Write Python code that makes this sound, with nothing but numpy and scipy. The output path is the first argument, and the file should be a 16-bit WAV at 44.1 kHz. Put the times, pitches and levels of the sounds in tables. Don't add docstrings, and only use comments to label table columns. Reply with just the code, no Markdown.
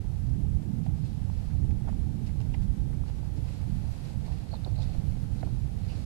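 import sys
import numpy as np
from scipy import signal
from scipy.fft import rfft, irfft
from scipy.io import wavfile
from scipy.ndimage import uniform_filter1d

SR = 44100
rng = np.random.default_rng(int(sys.argv[2]) if len(sys.argv) > 2 else 0)


def transcribe(signal):
    frames = np.atleast_2d(signal).T
    limited = np.clip(frames, -1, 1)
    pcm = np.round(limited * 32767).astype(np.int16)
    wavfile.write(sys.argv[1], SR, pcm)


N = 266805
TIME = np.arange(N) / SR

# time_s, level_db
RUBBING = [(0.0, -60), (0.78, -68), (1.12, -58.5), (1.21, -58.5), (1.42, -54), (1.8, -62.5), (1.95, -57.5),
           (2.2, -57), (2.47, -58.5), (2.89, -61.5), (3.15, -57), (3.42, -57), (3.48, -48.5), (3.66, -54),
           (3.8, -54), (3.94, -50), (4.09, -50), (4.18, -56), (4.29, -49.5), (4.71, -52.5), (4.83, -50),
           (4.99, -51.5), (5.27, -59), (5.38, -52.5), (5.69, -57.5), (5.9, -46.5), (6.05, -51)]


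def amp(db):
    return 10 ** (np.asarray(db) / 20)


def unit(x):
    return x / np.sqrt(np.mean(x ** 2) + 1e-20)


def follow(curve):
    return amp(np.interp(TIME, *np.transpose(curve)))


def colour(x, spectrum):
    hz = np.fft.rfftfreq(len(x), 1 / SR)
    points_hz, db = np.transpose(spectrum)
    rolloff = np.minimum(hz / points_hz[0], 1) ** 2 / np.maximum(hz / points_hz[-1], 1) ** 6
    gain = amp(np.interp(np.log(hz + 1), np.log(points_hz + 1), db)) * rolloff
    return unit(irfft(rfft(x) * gain, len(x)))


def wander(rate_hz):
    hz = np.fft.rfftfreq(N, 1 / SR)
    return unit(irfft(rfft(rng.standard_normal(N)) * np.exp(-(hz / rate_hz) ** 2), N))


def slips(per_s, spread_db, size=N):
    strength = amp(spread_db * np.minimum(rng.exponential(1, size), 4))
    polarity = rng.choice([-1, 1], size)
    slipping = rng.random(size) < per_s / SR
    return unit(strength * polarity * slipping)


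def add(mix, s, sound):
    start = round(s * SR) - len(sound) // 2
    heard = sound[max(-start, 0):]
    part = mix[max(start, 0):][:len(heard)]
    part += heard[:len(part)]


def open_air():
    # freq_hz, gain_db
    air_eq = [(10.0, 5.5), (25.0, -6), (70.0, -2), (160.0, -7), (350.0, -12.5), (800.0, -16.5),
              (1600.0, -20.5), (3200.0, -23.5), (7000.0, -28), (12000.0, -29.5)]
    # time_s, level_db
    breeze = [(0.0, -54.5), (3.3, -53.5), (4.05, -51.5), (4.3, -54), (5.3, -52.5), (6.05, -54)]
    waver_db = .45 * wander(rate_hz=15)
    return colour(rng.standard_normal(N), air_eq) * follow(breeze) * amp(waver_db)


def body_rush(wind_db=-56.0, rub_db=-6, flutter_db=2.0, tap_share=0.17):
    # freq_hz, gain_db
    body_eq = [(250, -3.5), (450, -2), (620, -5.5), (830, -2), (960, -13.5), (1250, -25), (2000, -27.5),
               (4500, -41.5), (12500, -42)]
    air = np.sqrt(1 - tap_share) * rng.standard_normal(N)
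    taps = np.sqrt(tap_share) * slips(per_s=200, spread_db=3)
    strength = np.hypot(amp(wind_db), amp(rub_db) * follow(RUBBING))
    return colour(air + taps, body_eq) * strength * amp(flutter_db * wander(rate_hz=45))


def rustle(trim_db=-5.0):
    # freq_hz, gain_db
    rustle_eq = [(500, 17.5), (1200, 5.5), (1700, 3.5), (2500, 6), (3200, 1.5), (4300, 7), (5100, 2.5),
                 (5900, -4), (6800, -4), (8200, -7), (10000, -12), (12500, -16)]
    grains = colour(slips(per_s=7000, spread_db=4.0), rustle_eq)
    grip_db = 1.1 * wander(rate_hz=22)
    return grains * follow(RUBBING) * amp(trim_db + grip_db)


def brushes():
    # freq_hz, gain_db
    crisp_eq = [(550, -5), (830, -4), (1100, -1), (1900, 4.5), (2650, 10), (3300, 1.5), (4300, 7.5),
                (5350, 7), (5900, -2), (6800, 2), (8300, -2), (10500, -8), (12500, -17)]
    # centre_s, level_db, half_length_s, tilt_db_per_octave
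    strokes = [(0.03, -68, .02, 0), (0.16, -63, .0035, 2), (0.27, -67, .015, 1), (0.296, -61, .003, 1),
               (0.588, -70, .012, 2), (0.646, -71, .012, 4), (0.788, -69, .01, 4), (0.85, -64, .018, 1),
               (0.99, -63.5, .022, 0), (1.06, -62, .03, 0), (1.37, -66, .1, 0), (1.133, -60, .002, 0),
               (1.16, -66, .025, 0), (1.616, -64, .003, -2), (1.711, -62, .005, -2), (1.892, -59, .008, -2),
               (2.305, -63, .007, -4), (2.274, -53, .009, -2), (2.405, -50.5, .0015, -2),
               (2.415, -49, .0018, -2), (2.547, -57, .009, -3), (2.63, -60, .011, 0),
               (3.085, -56.5, .016, -3), (3.19, -63, .006, -1), (3.273, -63, .007, -1),
               (3.376, -59.5, .011, 2), (3.485, -57, .008, -3), (3.53, -60, .04, 0), (3.694, -64, .02, 0),
               (4.095, -62, .03, 2), (4.828, -56.5, .018, 0), (6.0, -61, .08, 4)]
    out, t = np.zeros(N), np.arange(-SR // 3, SR // 3) / SR
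    for centre_s, level_db, half_length_s, tilt in strokes:
        tilted_eq = [(hz, gain_db + tilt * np.log2(hz)) for hz, gain_db in crisp_eq]
        grains = colour(slips(per_s=9000, spread_db=-1.5, size=len(t)), tilted_eq)
        swell = np.exp(-.5 * (t / half_length_s) ** 2)
        add(out, centre_s, amp(level_db) * grains * swell)
    return out


def scuffs(trim_db=4.0, attack_ratio=0.51):
    # peak_s, level_db, fade_s, pitch_hz, width_hz
    scrapes = [(0.866, -60, 0.0055, 2500, 3500), (0.868, -51, 0.004, 730, 330),
               (1.06, -68.5, 0.068, 4160, 2000), (1.51, -65, 0.02, 1600, 1500),
               (1.71, -58.5, 0.0049, 2030, 2500), (1.885, -61, 0.03, 1290, 2000),
               (1.886, -51.5, 0.0093, 1050, 900), (2.293, -56, .002, 1800, 1400),
               (2.542, -54.5, 0.006, 2780, 750), (2.544, -49.5, 0.0028, 2450, 900),
               (2.547, -55, .0035, 2000, 400), (2.546, -45, 0.0042, 795, 280),
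               (2.932, -59, .003, 1400, 900), (3.235, -52.5, .005, 720, 400),
               (4.285, -52.5, 0.036, 740, 350), (4.49, -61, 0.0035, 4250, 400),
               (4.518, -54.5, 0.0074, 4290, 320), (4.535, -45, 0.0098, 617, 560),
               (4.539, -52.5, 0.0052, 4240, 480), (4.554, -54, 0.0046, 4240, 500),
               (4.554, -61, .012, 3780, 600), (4.648, -45.5, 0.0032, 4000, 900),
               (4.669, -44, 0.01, 500, 540), (4.677, -60, 0.0064, 4400, 380),
               (4.76, -58.5, 0.0075, 4200, 450), (4.795, -51, 0.022, 670, 443),
               (4.791, -57, .018, 4250, 1100), (4.824, -52.5, 0.011, 4150, 1600),
               (4.865, -65, 0.047, 4260, 1300), (5.408, -59, 0.0045, 4030, 500),
               (5.43, -47.5, 0.0019, 1200, 1800), (5.495, -67, 0.0092, 4300, 400),
               (5.902, -57.5, 0.019, 2700, 700), (5.919, -66, 0.056, 4570, 1200)]
    out, t = np.zeros(N), np.arange(-SR // 4, SR // 4) / SR
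    hz = np.fft.rfftfreq(len(t), 1 / SR)
    for peak_s, level_db, fade_s, pitch_hz, width_hz in scrapes:
        resonance = 1 / (1 + abs(2 * (hz - pitch_hz) / width_hz) ** 3)
        low_cut = hz / (hz + 500)
        slope_s = np.where(t < 0, attack_ratio * fade_s, fade_s)
        pressure = np.exp(-.5 * (t / slope_s) ** 2)
        grains = slips(per_s=4000, spread_db=5.0, size=len(t))
        burst = irfft(rfft(grains) * resonance * low_cut, len(t)) * pressure
        makeup_gain = np.linalg.norm(pressure) / np.linalg.norm(burst)
        add(out, peak_s, amp(level_db + trim_db) * burst * makeup_gain)
    return out


def knocks(tick_db=-19, tick_hz=1400, tick_s=0.002):
    # centre_s, level_db, pitch_hz, half_length_s
    contacts = [(0.865, -35, 740, 0.0012), (1.3, -38, 900, 0.0006), (1.876, -36, 760, 0.0013),
                (1.884, -34.5, 825, 0.001), (1.892, -31.5, 706, 0.0011), (1.929, -38, 850, 0.0005),
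                (2.407, -40.5, 794, 0.00086), (2.416, -43, 800, 0.0008), (3.038, -37.5, 950, 0.0004),
                (3.1, -37, 680, 0.0006), (4.538, -33.5, 690, 0.00083), (4.543, -33.5, 755, 0.00093),
                (4.665, -31.5, 597, 0.00064), (4.952, -38, 675, 0.0013), (5.431, -31.5, 680, 0.00074),
                (5.434, -26, 640, 0.0012), (5.474, -33, 770, 0.00062)]
    out, t = np.zeros(N), np.arange(-SR // 50, SR // 50) / SR
    for centre_s, level_db, pitch_hz, half_length_s in contacts:
        ring_phase, tick_phase = rng.random(2)
        ring = np.cos(2 * np.pi * (pitch_hz * t + ring_phase)) / np.cosh(t / half_length_s)
        tick = np.cos(2 * np.pi * (tick_hz * t + tick_phase)) * np.exp(-abs(t) / tick_s)
        add(out, centre_s, amp(level_db) * (ring + amp(tick_db) * tick))
    return out


def eddies(spectrum, gusts, lumps_db, trim_db):
    pressure = colour(rng.standard_normal(N), spectrum)
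    swell = np.sqrt(uniform_filter1d(pressure ** 2, size=6000) + 1e-9)
    return pressure / swell * follow(gusts) * amp(trim_db + lumps_db * wander(rate_hz=25.5))


def buffeting():
    # freq_hz, gain_db
    rumble_eq = [(8, -21), (15, -9), (25, -4), (45, -2.4), (65, 0), (80, -1), (92, -8)]
    thump_eq = [(70, -16), (92, 0), (125, -0.5), (142, -3.5), (155, -9)]
    flutter_eq = [(120, -11.5), (165, -2), (220, -8), (260, -18)]
    puff_eq = [(220, -4.5), (265, 2), (320, -6), (400, -14.5), (480, -18.5)]
    # time_s, level_db
    gusts = [(0.0, -30), (0.15, -28.5), (0.45, -28.5), (0.57, -24), (0.68, -36.5), (0.95, -30), (1.1, -36),
             (1.35, -28.5), (1.43, -31.5), (1.57, -24.5), (1.63, -25), (1.72, -22.5), (1.82, -30.5),
             (1.97, -25.5), (2.23, -34.5), (2.32, -26), (2.42, -31.5), (2.62, -22.5), (2.76, -31.5),
             (2.86, -26.5), (3.15, -30.5), (3.42, -28), (3.57, -36), (3.87, -24.5), (3.95, -33.5),
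             (4.06, -38.5), (4.16, -30), (4.24, -33.5), (4.35, -25.5), (4.43, -36), (4.8, -27.5),
             (4.98, -28.5), (5.5, -31.5), (5.65, -27), (5.75, -31.5), (6.05, -31)]
    thumps = [(0.0, -33.5), (0.22, -28.5), (0.48, -28.5), (0.56, -26), (0.63, -32.5), (0.83, -31.5),
              (0.93, -26.5), (1.15, -32), (1.31, -29), (1.39, -35), (1.61, -26), (1.85, -31.5), (1.95, -36),
              (2.1, -30), (2.35, -34.5), (2.4, -29.5), (2.82, -32), (2.88, -25), (2.93, -30), (2.98, -30),
              (3.07, -38), (3.43, -30.5), (3.55, -35), (3.65, -29.5), (3.87, -30), (4.0, -37), (4.25, -33),
              (4.42, -36), (4.67, -34), (4.73, -25.5), (4.95, -34), (5.06, -26.5), (5.15, -32.5),
              (5.58, -30), (5.65, -28.5), (5.72, -40.5), (5.8, -27.5), (6.05, -38)]
    flurries = [(0.0, -40), (0.33, -31.5), (0.53, -36), (0.75, -27), (0.87, -32), (1.35, -38),
                (1.77, -33.5), (1.88, -32), (2.38, -33.5), (2.5, -38.5), (2.66, -30), (3.05, -39.5),
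                (3.56, -39.5), (3.67, -30.5), (4.0, -42.5), (4.2, -34.5), (4.4, -39), (5.2, -35.5),
                (5.68, -37.5), (6.05, -37.5)]
    puffs = [(0.0, -46), (0.17, -50.5), (0.33, -43.5), (0.58, -44.5), (0.7, -43), (0.95, -44.5),
             (1.42, -54), (1.68, -40.5), (1.82, -47.5), (2.07, -42), (2.33, -47), (2.43, -43), (2.9, -44.5),
             (3.27, -50), (3.37, -40.5), (3.5, -52), (3.7, -44), (3.9, -50), (4.8, -49.5), (5.45, -43.5),
             (5.72, -50.5), (6.05, -46.5)]
    rumble = eddies(rumble_eq, gusts, lumps_db=2.0, trim_db=-.5)
    thump = eddies(thump_eq, thumps, lumps_db=0.74, trim_db=0.2)
    flutter = eddies(flutter_eq, flurries, lumps_db=1.0, trim_db=-2.0)
    puff = eddies(puff_eq, puffs, lumps_db=1.8, trim_db=0.1)
    return rumble + thump + flutter + puff


def scene():
    left = open_air()
    right = buffeting() + body_rush() + rustle() + brushes() + scuffs() + knocks()
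    return np.array([left, right])


def record(dry):
    fade_s, cutoff_hz = .004, 13120
    fade = np.minimum(np.minimum(TIME, TIME[::-1]) / fade_s, 1)
    high_cut = signal.firwin(1023, cutoff_hz, window=("kaiser", 9), fs=SR)
    return signal.oaconvolve(dry * fade, high_cut[None], "same", axes=1)


dry = scene()
out = record(dry)
transcribe(out)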